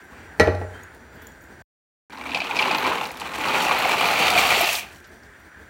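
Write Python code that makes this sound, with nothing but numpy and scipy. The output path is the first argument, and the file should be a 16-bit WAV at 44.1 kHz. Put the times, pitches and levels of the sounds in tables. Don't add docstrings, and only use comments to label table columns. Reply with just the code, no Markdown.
import sys
import numpy as np
from scipy import signal
from scipy.io import wavfile

SR = 44100
rng = np.random.default_rng(int(sys.argv[2]) if len(sys.argv) > 2 else 0)


def invert_db(x):
    u = np.asarray(x, float) / 20
    return 10 ** u


def digitize_waveform(pressure):
    field = np.atleast_2d(pressure).T
    bounded = np.clip(field, -1, 1)
    quanta = np.round(bounded * 32767).astype(np.int16)
    wavfile.write(sys.argv[1], SR, quanta)


N = 250929

# (time [s], flow [dB], openness [dB])
FIRST_FLOW = [
    (2.1, -44, -2),
    (2.33, -33.5, -0.5),
    (2.38, -32, -1),
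    (2.53, -30.5, -1),
    (2.62, -25, -1.5),
    (2.93, -29, -1.5),
    (3.04, -33.5, 0),
    (3.14, -42, 0.5),
    (3.21, -35, -0.5),
]
SECOND_FLOW = [
    (3.29, -34, 0),
    (3.499, -23.5, -0.5),
    (3.74, -23, 1),
    (4.099, -24.5, 1.5),
    (4.449, -21.5, 3.5),
    (4.68, -24.5, 7),
    (4.801, -37.5, 13),
    (4.85, -47.5, 0),
    (4.93, -58.5, 8.5),
]


def in_time(rows):
    s, *columns = np.transpose(rows)
    return [np.interp(np.arange(N) / SR, s, column) for column in columns]


def at_hz(points, hz):
    points_hz, points_db = np.transpose(points)
    return np.interp(np.log(hz), np.log(points_hz), points_db)


def rms_one(x):
    return x / np.sqrt(np.mean(x ** 2) + 1e-20)


def drift(rate):
    r = np.exp(-80 * np.pi * rate / SR)
    noise = rng.standard_normal(N // 40 + 2002)
    slow = signal.lfilter([1], [1, -2 * r, r * r], noise)[2000:]
    return np.interp(np.arange(N) / 40, np.arange(len(slow)), rms_one(slow))


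def resonance(x, hz, width_hz):
    r = np.exp(-np.pi * width_hz / SR)
    poles = [1, -2 * r * np.cos(2 * np.pi * hz / SR), r * r]
    return signal.lfilter([(1 - r * r) / 2, 0, (r * r - 1) / 2], poles, x + 1e-18)


def ring(clicks, hz, t60):
    r = invert_db(-60 / (t60 * SR))
    w = 2 * np.pi * hz / SR
    return signal.lfilter([0, np.sin(w)], [1, -2 * r * np.cos(w), r * r], clicks + 1e-18)


def band_pass(x, low_hz, high_hz):
    return signal.sosfilt(signal.butter(2, [low_hz, high_hz], "band", fs=SR, output="sos"), x)


def bands(length, count=3):
    edges = 25 * 2 ** np.arange(0, 9.5, 1 / count)
    white = rng.standard_normal((2, length))
    for k, (low, high) in enumerate(zip(edges, edges[1:])):
        yield np.sqrt(low * high), band_pass(white[k % 2], low, high)


def add(out, s, sound):
    i = round(s * SR)
    out[i:i + len(sound)] += sound[:N - i]


def blip(hz, cycles, length=900):
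    turn = np.arange(length) / SR * hz
    return np.sin(2 * np.pi * turn) * np.e * turn / cycles * np.exp(-turn / cycles)


def puff(low_hz, high_hz, decay_s):
    t = np.arange(3000) / SR
    noise = band_pass(rng.standard_normal(len(t)), low_hz, min(high_hz, 16000))
    return 0.42 * rms_one(noise) * np.exp(-t / decay_s) * (1 - np.exp(-t / 0.00058))


def pour():
    # (time [s], surge [dB])
    shakes = [(2.585, 1), (2.699, 1), (2.852, 5), (3.379, -1), (3.55, 1.5), (3.7, -0.5), (3.853, 0.5),
              (4.017, 2.5), (4.19, 4.5), (4.351, 4.5), (4.498, 2.5), (4.689, 1)]
    surge_rise_s = 0.03
    flow_db, open_db = in_time(FIRST_FLOW + SECOND_FLOW)
    t = np.arange(N) / SR
    for s, db in shakes:
        since = np.clip((t - s) / surge_rise_s, 0, None)
        flow_db = flow_db + db * since * np.exp(1 - since)
    return flow_db, open_db


def stream():
    # (frequency [Hz], level [dB per Hz])
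    full_colour = [(65, -31), (110, -17.5), (163, -9.5), (274, -7), (424, -7.5), (656, -11.5), (859, -3),
                   (1740, -12), (2480, -5.5), (3310, -16.5), (4250, -18.5), (5120, -33), (11300, -44),
                   (15700, -44)]
    # (frequency [Hz], level [dB per Hz])
    empty_colour = [(65, -8), (110, -16.5), (205, -20.5), (433, -14), (501, -12), (712, 3.5), (1040, -12.5),
                    (1170, -1.5), (1630, -12), (2420, 2.5), (3110, -5), (5560, -22), (11300, -29),
                    (15700, -26.5)]
    # (time [s], time [s])
    emptying_s = (3.02, 5.4)
    # (frequency [Hz], width [log pitch], full box [dB], empty box [dB])
    hollows = [(2450, 0.23, -1.5, -1.5), (4500, 0.12, 0, 9.5)]
    part_edges_hz = [50, 450, 1600, 5500, 15900]
    # (level over the flow [dB], share of the flow's swing [1], share of the openness [1])
    part_laws = [
        (-11, 0.83, -0.83),
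        (-1.5, 1.03, -0.4),
        (-2.5, 1.023, 0.44),
        (-15.0, .9, 1.3),
    ]
    mean_flow_db, splash_patchy_db = -30, 1.23
    contacts_per_s, crowding = 2500, 0.8
    together = 0.76

    flow_db, open_db = pour()
    swing_db = flow_db - mean_flow_db
    part_db = [mean_flow_db + db + swing * swing_db + opens * open_db for db, swing, opens in part_laws]

    mean_per_s = np.clip(contacts_per_s * invert_db(crowding * (part_db[3] + 38)), 400, 20000)
    sizes = invert_db(3 * np.minimum(rng.exponential(1, N), 4.6)) * rng.choice([-1, 1], N)
    clumped = mean_per_s * invert_db(1.6 * drift(14.0))
    contacts = sizes * (rng.random(N) < clumped / SR) / np.sqrt(mean_per_s)

    fade = np.exp(-1 / (0.0043 * SR))
    spray = np.sqrt(signal.lfilter([1 - fade], [1, -fade], contacts ** 2))
    spray = spray * invert_db(splash_patchy_db * drift(16.0))

    share = rng.standard_normal(N)
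    parts, power = np.zeros((4, N)), np.zeros((4, N))
    t = np.arange(N) / SR
    emptied = np.interp(t, emptying_s, [0, 1])
    for k, hz in enumerate(np.geomspace(60, 15500, num=55)):
        part = np.searchsorted(part_edges_hz, hz) - 1
        own_share = np.roll(share, 997 * k)
        if part == 3:
            width_hz, push = 0.15 * hz, spray * own_share
        else:
            width_hz, push = 0.11 * hz, contacts * (own_share + together * (-1) ** k)
        struck = resonance(resonance(push, hz, width_hz), hz, width_hz)
        lift = sum(np.exp(-(np.log(hz / top_hz) / wide) ** 2) * np.array(dbs) for top_hz, wide, *dbs in hollows)
        full_db = at_hz(full_colour, hz) + lift[0]
        empty_db = at_hz(empty_colour, hz) + lift[1]
        gain = invert_db((1 - emptied) * full_db + emptied * empty_db)
        parts[part] += gain * struck
        power[part] += gain ** 2 * np.mean(struck ** 2)

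    end_s = SECOND_FLOW[-1][0]
    flowing = np.interp(t, [1.8, 1.9, end_s, end_s + 0.18], [0, 1, 1, 0])
    return flowing * sum(invert_db(db - 2.0) * part for db, part in zip(part_db, parts / np.sqrt(power)))


def clacks():
    # (time [s], peak [dB], pitch [Hz], box wall [dB])
    single_pieces = [(2.1036, -33, 2290, -20), (2.173, -30, 2500, -8), (2.2114, -19.5, 2340, -30),
                     (2.2608, -17, 2350, -10), (2.2937, -20, 2430, -16), (2.317, -12, 2450, -21),
                     (2.3461, -3, 2590, -15), (2.358, -9.5, 2470, -4), (2.3714, -16, 2340, -8),
                     (2.4032, -8.5, 2400, -24), (2.4166, -8.5, 2510, -9), (2.4537, -18, 2540, -10),
                     (2.4694, -16.5, 2860, -14), (2.5096, -9, 2450, -11), (2.566, -7, 2520, -11),
                     (2.589, -2.5, 2440, -27), (2.592, -2, 2400, -24), (2.6144, -15, 2380, -17),
                     (2.625, -3.5, 2660, -21), (2.6926, -9, 2440, -15), (2.712, -5, 2480, -19),
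                     (2.7464, -10, 2450, -21), (2.7829, -15, 2500, -8), (2.848, -9, 2350, 0),
                     (2.9185, -15.5, 2540, 1), (2.9751, -33, 2600, 2), (3.0121, -18, 2290, 8),
                     (3.0313, -22.5, 2700, 8.5), (3.053, -21, 2450, -14), (3.2545, -31, 2870, -4),
                     (3.4324, -33, 2380, 2), (3.511, -14, 2450, -2), (3.5528, -6, 2384, -10),
                     (3.5894, -21, 2500, 9), (3.6656, -8, 2670, 2), (3.7104, -3.5, 2350, 3),
                     (3.8474, -6, 2200, -2.5), (3.894, -7.5, 2320, 1), (3.9414, -28, 2370, 16),
                     (3.9964, -7, 2440, -22), (4.0114, -7, 2850, 0), (4.0422, -8, 2380, 2),
                     (4.0873, -10.5, 2300, 0), (4.157, -6, 2390, -13), (4.2084, -7, 2560, -20),
                     (4.2223, -5, 2410, -11), (4.3055, -17, 2370, -22), (4.3534, -5, 2460, -21),
                     (4.3769, -2, 2400, -12), (4.4676, -22, 2330, -13), (4.506, -5.5, 2420, -11),
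                     (4.6079, -7, 2360, 4), (4.6424, -17, 2580, 5), (4.6902, -3.5, 2540, -10),
                     (4.7295, -17, 2510, 1), (4.751, -13.5, 3550, -31), (4.7844, -13, 2380, -12),
                     (4.8074, -24, 2420, -22), (4.8279, -21, 2400, -21)]
    spray_level_db, spray_opens = -26, 0.92
    out, open_db = np.zeros(N), pour()[1]
    rows = single_pieces
    chance = rng.uniform([1.5, 650, -5], [1.95, 1150, 5], (len(rows), 3))
    for (s, db, hz, wall_db), (overtone, wall_hz, spray_db) in zip(rows, chance):
        ringing = blip(hz, cycles=4.05) + invert_db(-10.0) * blip(overtone * hz, cycles=2.2)
        splash_db = spray_level_db + spray_opens * open_db[round(s * SR)] + spray_db
        add(out, s, invert_db(db - 11.5) * ringing)
        add(out, s, invert_db(db + wall_db - 10.5) * blip(wall_hz, cycles=1.6))
        add(out, s + 0.003, invert_db(db - 14) * puff(0.85 * hz, 1.2 * hz, decay_s=0.007))
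        add(out, s, invert_db(db - 16.0) * puff(2350, 3400, decay_s=0.011))
        add(out, s, invert_db(db + splash_db) * puff(3200, 8900, decay_s=0.0029))
    return out


def knocks():
    # (time [s], peak [dB], pitch [Hz])
    thumps = [(2.177, -26, 970), (2.241, -40, 910), (2.259, -27, 1110), (2.346, -23, 1000),
              (2.372, -16, 855), (2.495, -19, 920), (2.508, -17, 820), (2.537, -18, 970),
              (2.681, -14, 1080), (2.709, -12, 795), (2.783, -20, 880), (2.83, -16, 940), (2.857, -10, 990),
              (2.892, -16, 790), (2.916, -9, 1040), (2.985, -20, 980), (3.083, -27, 935), (3.108, -25, 770),
              (3.159, -31, 874), (3.213, -30, 1030), (3.385, -18, 1010), (3.456, -19, 1180),
              (3.482, -21, 1070), (3.694, -12.5, 1100), (3.713, -7.5, 837), (3.747, -12, 795),
              (3.77, -28, 977), (3.855, -7.5, 753), (3.942, -11.5, 894), (4.008, -14.5, 750),
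              (4.031, -11, 790), (4.311, -21, 770), (4.33, -15, 711), (4.363, -11, 704), (4.523, -13, 756),
              (4.57, -20, 775), (4.631, -10.5, 806), (4.67, -23, 700), (4.701, -19, 690), (4.742, -22, 820),
              (4.782, -23, 930), (4.828, -45, 783)]
    # (time [s], peak [dB])
    snaps = [(2.1044, -41), (2.1283, -33), (2.173, -30), (2.2111, -38), (2.2361, -41), (2.3069, -25),
             (2.347, -14), (2.372, -19), (2.403, -20), (2.4416, -22), (2.471, -29), (2.5573, -19),
             (2.5668, -15), (2.574, -18), (2.5883, -13), (2.616, -17), (2.622, -14), (2.6731, -21),
             (2.712, -15), (2.747, -13), (2.7833, -14.5), (2.8397, -22), (2.866, -20), (2.888, -23),
             (2.9754, -32), (3.0108, -33), (3.0534, -19), (3.1031, -30), (3.1555, -33), (3.1709, -30),
             (3.1979, -25), (3.2059, -26), (3.2543, -35), (3.3361, -30), (3.4877, -33), (3.6015, -24),
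             (4.055, -23), (4.1582, -24), (4.2804, -11), (4.3039, -11), (4.3253, -23), (4.3607, -18),
             (4.4136, -16), (4.6424, -9), (4.751, -8.5)]
    out = np.zeros(N)
    for s, db, hz in thumps:
        cardboard = invert_db(db - 7.0) * blip(hz, cycles=1.78)
        scuff = invert_db(db - 10.0) * puff(0.6 * hz, 1.46 * hz, decay_s=0.0071)[:900]
        add(out, s, cardboard + scuff)
    for s, db in snaps:
        edge = invert_db(db - 3.0) * puff(3500, 5100, decay_s=0.0036)
        air = invert_db(db - 18.0) * puff(5600, 11000, decay_s=0.002)
        add(out, s, edge + air)
    return out


def landings():
    # (time [s], peak [dB])
    splashes = [(3.3841, -26), (3.4844, -30), (3.5458, -29), (3.5722, -32), (3.5932, -32), (3.6206, -21),
                (3.682, -27), (3.7299, -26), (3.7867, -21), (3.8216, -23), (3.8715, -24), (3.8905, -18),
                (4.0087, -16), (4.0526, -26), (4.0716, -20), (4.1359, -20), (4.1639, -26), (4.1863, -23),
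                (4.2716, -20), (4.3016, -19), (4.3599, -32), (4.3943, -19), (4.4218, -20), (4.4697, -17),
                (4.503, -12), (4.6114, -21), (4.729, -10), (4.7505, -26)]
    # (time [s], peak [dB], pitch [Hz])
    low_thuds = [(2.214, -33, 270), (2.311, -31, 274), (2.348, -25.5, 507), (2.428, -30, 280),
                 (2.461, -34, 353), (2.541, -24, 426), (2.688, -24, 344), (2.794, -28, 401), (2.831, -23, 424),
                 (3.31, -38, 345), (3.384, -30, 314), (3.435, -29, 308), (3.479, -36, 286), (3.538, -29, 415),
                 (3.635, -23.5, 284), (3.711, -20, 463), (3.819, -34, 310), (3.91, -21, 443), (3.975, -24, 410),
                 (4.046, -27, 434), (4.071, -27, 452), (4.112, -31, 436), (4.169, -29, 420), (4.332, -28, 498),
                 (4.419, -31, 434), (4.511, -28, 438), (4.542, -27, 483), (4.572, -18, 420), (4.628, -21, 356),
                 (4.667, -30, 420)]
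    out = np.zeros(N)
    for s, db in splashes:
        add(out, s, invert_db(db - 5.5) * puff(4600, 14000, decay_s=0.0044))
    for s, db, hz in low_thuds:
        add(out, s, invert_db(db - 5.5) * blip(hz, cycles=1.57, length=2500))
    return out


def door():
    # (time [s], peak [dB], thud pitch [Hz], thud [dB], crack [dB])
    blows = [
        (0.398, 6, 865, -21.5, -26.5),
        (0.408, -15, 433, -17, -21.5),
        (0.432, -14, 606, -6, -36),
        (0.474, -2, 577, -23, -35.5),
        (0.4765, -11, 566, 1, -49.5),
        (0.484, -29, 412, 18.5, -43),
        (0.519, -9, 650, -21, -54),
        (0.55, -28, 635, 3, -24),
        (0.615, -17, 720, -10, -37),
        (0.649, -33, 586, 2, -34),
    ]
    # (frequency [Hz], level [dB], t60 [s])
    panel = [(353, -6, .1), (460, -3.5, 0.085), (619, -6, 0.25), (678, -20, 0.28), (814, -2, 0.12),
             (1153, -15.5, .15), (1366, -8, 0.28), (1565, -22, .2), (1757, -10, 0.18), (1928, -6.5, .19),
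             (1996, -20.5, 0.19), (2295, -17.5, .15), (2450, -22, 0.2)]
    # (frequency [Hz], level [dB], t60 [s])
    latch = [(3009, -6, 0.082), (3332, -13, 0.28), (3650, -11, 0.4), (3838, -7, 0.095), (4021, -3, 0.085),
             (4150, -5, .1), (4310, -4, 0.11), (4613, -19, 0.17), (5249, -9, 0.085), (5981, -8, 0.05),
             (8952, -14, 0.13)]
    # (frequency [Hz], level [dB], t60 [s])
    carcass = [(84, -19.5, 0.27), (91.5, -24, 0.44)]
    # (frequency [Hz], level [dB per Hz])
    rattle_colour = [(35, -38.5), (60, 5.5), (540, -3), (621, -1.5), (1010, -13), (1950, -15), (2090, -14),
                     (2520, -19.5), (2900, -25.5), (4120, -22), (16000, -54.5)]
    # (frequency [Hz], t60 [s])
    rattle_decay = [(100, 0.097), (500, 0.13), (2000, 0.24), (5000, 0.1), (12000, .12)]

    t = np.arange(SR // 2) / SR
    click, out = np.eye(1, len(t))[0], np.zeros(N)
    rattle = np.zeros(len(t))
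    for hz, band in bands(len(t)):
        rattle += invert_db(at_hz(rattle_colour, hz) - 60 * t / at_hz(rattle_decay, hz)) * band
    rattle = rms_one(rattle)
    boom = sum(invert_db(db) * ring(click, hz, t60) for hz, db, t60 in carcass) * (1 - np.exp(-t / 0.028))

    for s, db, thud_hz, thud_db, crack_db in blows:
        tilt_db = 3.34 * (crack_db + 29.5)
        body = np.zeros(len(t))
        for hz, level_db, t60 in panel:
            bright_db = tilt_db * np.clip(np.log2(hz / 1300) / 2, 0, 1)
            body += invert_db(level_db + bright_db + rng.normal(0, 1.5)) * ring(click, hz, t60)
        for hz, level_db, t60 in latch:
            bright_db = tilt_db * np.clip(np.log2(hz / 1300) / 2, 0, 1)
            body += invert_db(level_db - 16.0 + bright_db) * ring(click, hz, min(t60, 0.042))
        contact_hz = np.clip(15000 * invert_db(crack_db + 32.5), 1500, 18000)
        body = signal.sosfilt(signal.butter(2, contact_hz, fs=SR, output="sos"), body)
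        rattle_hz = np.clip(2500 * invert_db(crack_db + 27.5), 200, 15000)
        soft = np.exp(-2 * np.pi * rattle_hz / SR)
        loose = signal.lfilter([1 - soft], [1, -soft], rattle)
        add(out, s, invert_db(db) * (invert_db(-17.5) * body + boom + invert_db(-33.0) * loose))
        add(out, s, invert_db(db + thud_db) * blip(thud_hz, cycles=1.0, length=2000))
        add(out, s, invert_db(db + crack_db - 14.5) * puff(5000, 14000, decay_s=0.019))
        crack = puff(3000, 8300, decay_s=0.0017)[:900] + invert_db(14.0) * blip(2200, cycles=1.0)
        add(out, s, invert_db(db + crack_db) * crack)
    return out


def small_sounds():
    # (time [s], peak [dB], pitch [Hz], top [dB])
    spits = [(0.8335, -31, 6700, -11), (1.2692, -28, 7120, -8), (1.3194, -41, 6800, -13),
             (1.4098, -41, 6840, -20), (1.4394, -42, 6800, -16), (5.4894, -57, 7400, -6)]
    # (time [s], peak [dB], centre [Hz], width [octaves], decay [s])
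    ticks = [(.039, -53, 11100, 0.37, .012), (.947, -39, 7000, 4.1, 0.0021), (1.15, -53, 13400, .4, .008),
             (1.219, -41, 7000, 2.2, .004), (1.222, -46, 14500, .4, 0.023), (1.415, -52, 13500, .5, 0.028),
             (3.07, -27, 8000, 1.95, 0.0021), (3.115, -30.5, 6500, 2.7, 0.0049),
             (3.171, -33, 11000, 1.2, 0.0036), (3.198, -31, 7000, 1.7, 0.0052),
             (3.207, -27, 6500, 0.82, .003), (3.218, -37, 7000, 0.7, 0.0015),
             (2.77, -33.5, 13900, 0.49, 0.034), (3.786, -21, 14000, 0.32, 0.0036),
             (4.302, -16, 8000, 1.3, .004), (4.61, -15, 13000, 0.44, 0.0068),
             (4.731, -19, 10000, 1.3, 0.0044), (5.042, -44.5, 4170, 1.1, 0.016),
             (5.07, -52, 14100, .5, 0.011), (5.233, -44, 5030, 0.36, 0.0043), (5.397, -56, 12500, .4, .012)]
    # (time [s], length [s], pitch [Hz], level [dB])
    squeaks = [(.12, .03, 1110, -50), (.736, .044, 3130, -51), (1.16, .16, 3350, -62),
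               (1.15, .13, 2980, -66), (2.1, .3, 270, -50)]
    out = np.zeros(N)
    for s, db, hz, top_db in spits:
        whistle = blip(hz, cycles=7.1)
        fizz = puff(5500, 10000, decay_s=0.0024)[:900]
        add(out, s, invert_db(db - 11.0) * (whistle + fizz))
        add(out, s, invert_db(db + top_db) * puff(12000, 15800, decay_s=0.0042))
    for s, db, hz, octaves, decay_s in ticks:
        half = 2 ** (octaves / 2)
        add(out, s, invert_db(db) * puff(hz / half, hz * half, decay_s))
    waver = 0.0089 * drift(59.75)
    for s, length_s, hz, db in squeaks:
        t = np.arange(round(length_s * SR)) / SR
        cycles = hz * np.cumsum(1 + waver[round(s * SR):][:len(t)]) / SR
        add(out, s, invert_db(db) * np.sin(np.pi * t / length_s) ** 0.5 * np.sin(2 * np.pi * cycles))
    return out


def sighs():
    # (time [s], length [s], frequency [Hz], width [Hz], level [dB])
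    swells = [(.11, 0.22, 2380, 900, -56.5), (1.139, 0.21, 3270, 500, -66)]
    out = np.zeros(N)
    for s, length_s, hz, width_hz, db in swells:
        t = np.arange(round(length_s * SR)) / SR
        noise = resonance(resonance(rng.standard_normal(len(t)), hz, width_hz), hz, width_hz)
        add(out, s, invert_db(db) * np.sin(np.pi * (t / length_s) ** 0.77) * rms_one(noise))
    return out


def stove():
    # (time [s], level [dB])
    simmer = [(0, 1.5), (.2, 2), (.75, 4.5), (1.0, -2), (1.25, 1.5), (1.62, 0), (4.9, 0.5), (5.2, -2.5),
              (5.69, -1)]
    # (frequency [Hz], level [dB per Hz])
    flame_colour = [(15, -65), (25, -46.5), (47, -9), (71, 1), (112, -11.5), (345, -9), (494, -13),
                    (525, -13), (1120, -16), (1240, -14.5), (1350, 13), (1890, 14.5), (3000, -20.5),
                    (3900, -54), (6600, -120)]
    # (frequency [Hz], level [dB per Hz])
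    hiss_colour = [(1760, -32), (3000, -2.5), (3750, -2.5), (4050, -10.5), (4400, -2.5), (5380, -14),
                   (5850, -6), (6360, -13.5), (7150, -9), (8810, -7), (9580, -14), (11100, -22.5),
                   (15800, -8.5)]
    # (frequency [Hz], width [Hz], level [dB])
    jets = [(1580, 80, -59), (1561, 750, -51.5), (5794, 90, -73), (7200, 490, -73.5), (9700, 600, -77)]
    # (level [dB], share of the simmer's swing [1], loss from 2.0 s on [dB])
    layer_laws = [
        (-40.5, 0.33, 3),
        (-56, 0.92, -0.6),
        (-56, 0.52, -0.5),
    ]
    # (start [s], end [s])
    eased_s = (1.7, 2.0)

    parts, flicker = np.zeros((3, N)), drift(8.5)
    for hz, band in bands(N, count=5):
        colour = flame_colour if hz < 3000 else hiss_colour
        level_db = at_hz(colour, min(hz, 15600)) + 2.1 * flicker + 1.4 * drift(1.9)
        parts[np.searchsorted([1000, 3000], hz)] += invert_db(level_db) * band
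    simmer_db, = in_time(simmer)
    eased = np.interp(np.arange(N) / SR, eased_s, [0, 1])
    levels = [db + swing * simmer_db - lost_db * eased for db, swing, lost_db in layer_laws]
    out = sum(invert_db(db - 8.0) * rms_one(part) for db, part in zip(levels, parts))
    for hz, width_hz, db in jets:
        whistle = resonance(resonance(rng.standard_normal(N), hz, width_hz), hz, width_hz)
        hiss_db = levels[1 + (hz > 3000)]
        out += invert_db(db + hiss_db - hiss_db.mean() + 1.4 * drift(4.1)) * rms_one(whistle)
    return out


def kitchen(x, t60):
    t = np.arange(SR // 2) / SR
    tail = np.zeros(len(t))
    for hz, band in bands(len(t)):
        band_t60 = t60 * (1000 / max(hz, 1000)) ** 0.18
        tail += invert_db(-60 * t / band_t60) * band
    tail = tail * (t > 0.004)
    return signal.fftconvolve(x, tail / np.sqrt(np.sum(tail ** 2)))[:N]


def scene():
    pot = stream() + clacks() + knocks() + landings() + small_sounds() + sighs()
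    cupboard = door()
    pot_room = invert_db(-12) * kitchen(pot, t60=0.41)
    cupboard_room = invert_db(-11.5) * kitchen(cupboard, t60=0.55)
    return (pot + pot_room + cupboard + cupboard_room + stove())[None]


def roll_off(x):
    return signal.sosfilt(signal.butter(12, 16470, fs=SR, output="sos"), x)


def record(dry):
    # (start [s], end [s])
    muted_s = (1.6218, 2.098)
    t = np.arange(N) / SR
    on = (t < muted_s[0]) | (t > muted_s[1])
    rounded = on * np.tanh(dry / 0.83)
    top_cut = signal.ellip(12, 0.5, 70, 15930, fs=SR, output="sos")
    bass_cut = signal.butter(2, 40, "high", fs=SR, output="sos")
    return roll_off(signal.sosfilt(np.vstack([top_cut, bass_cut]), rounded))


dry = scene()
out = record(dry)
digitize_waveform(out)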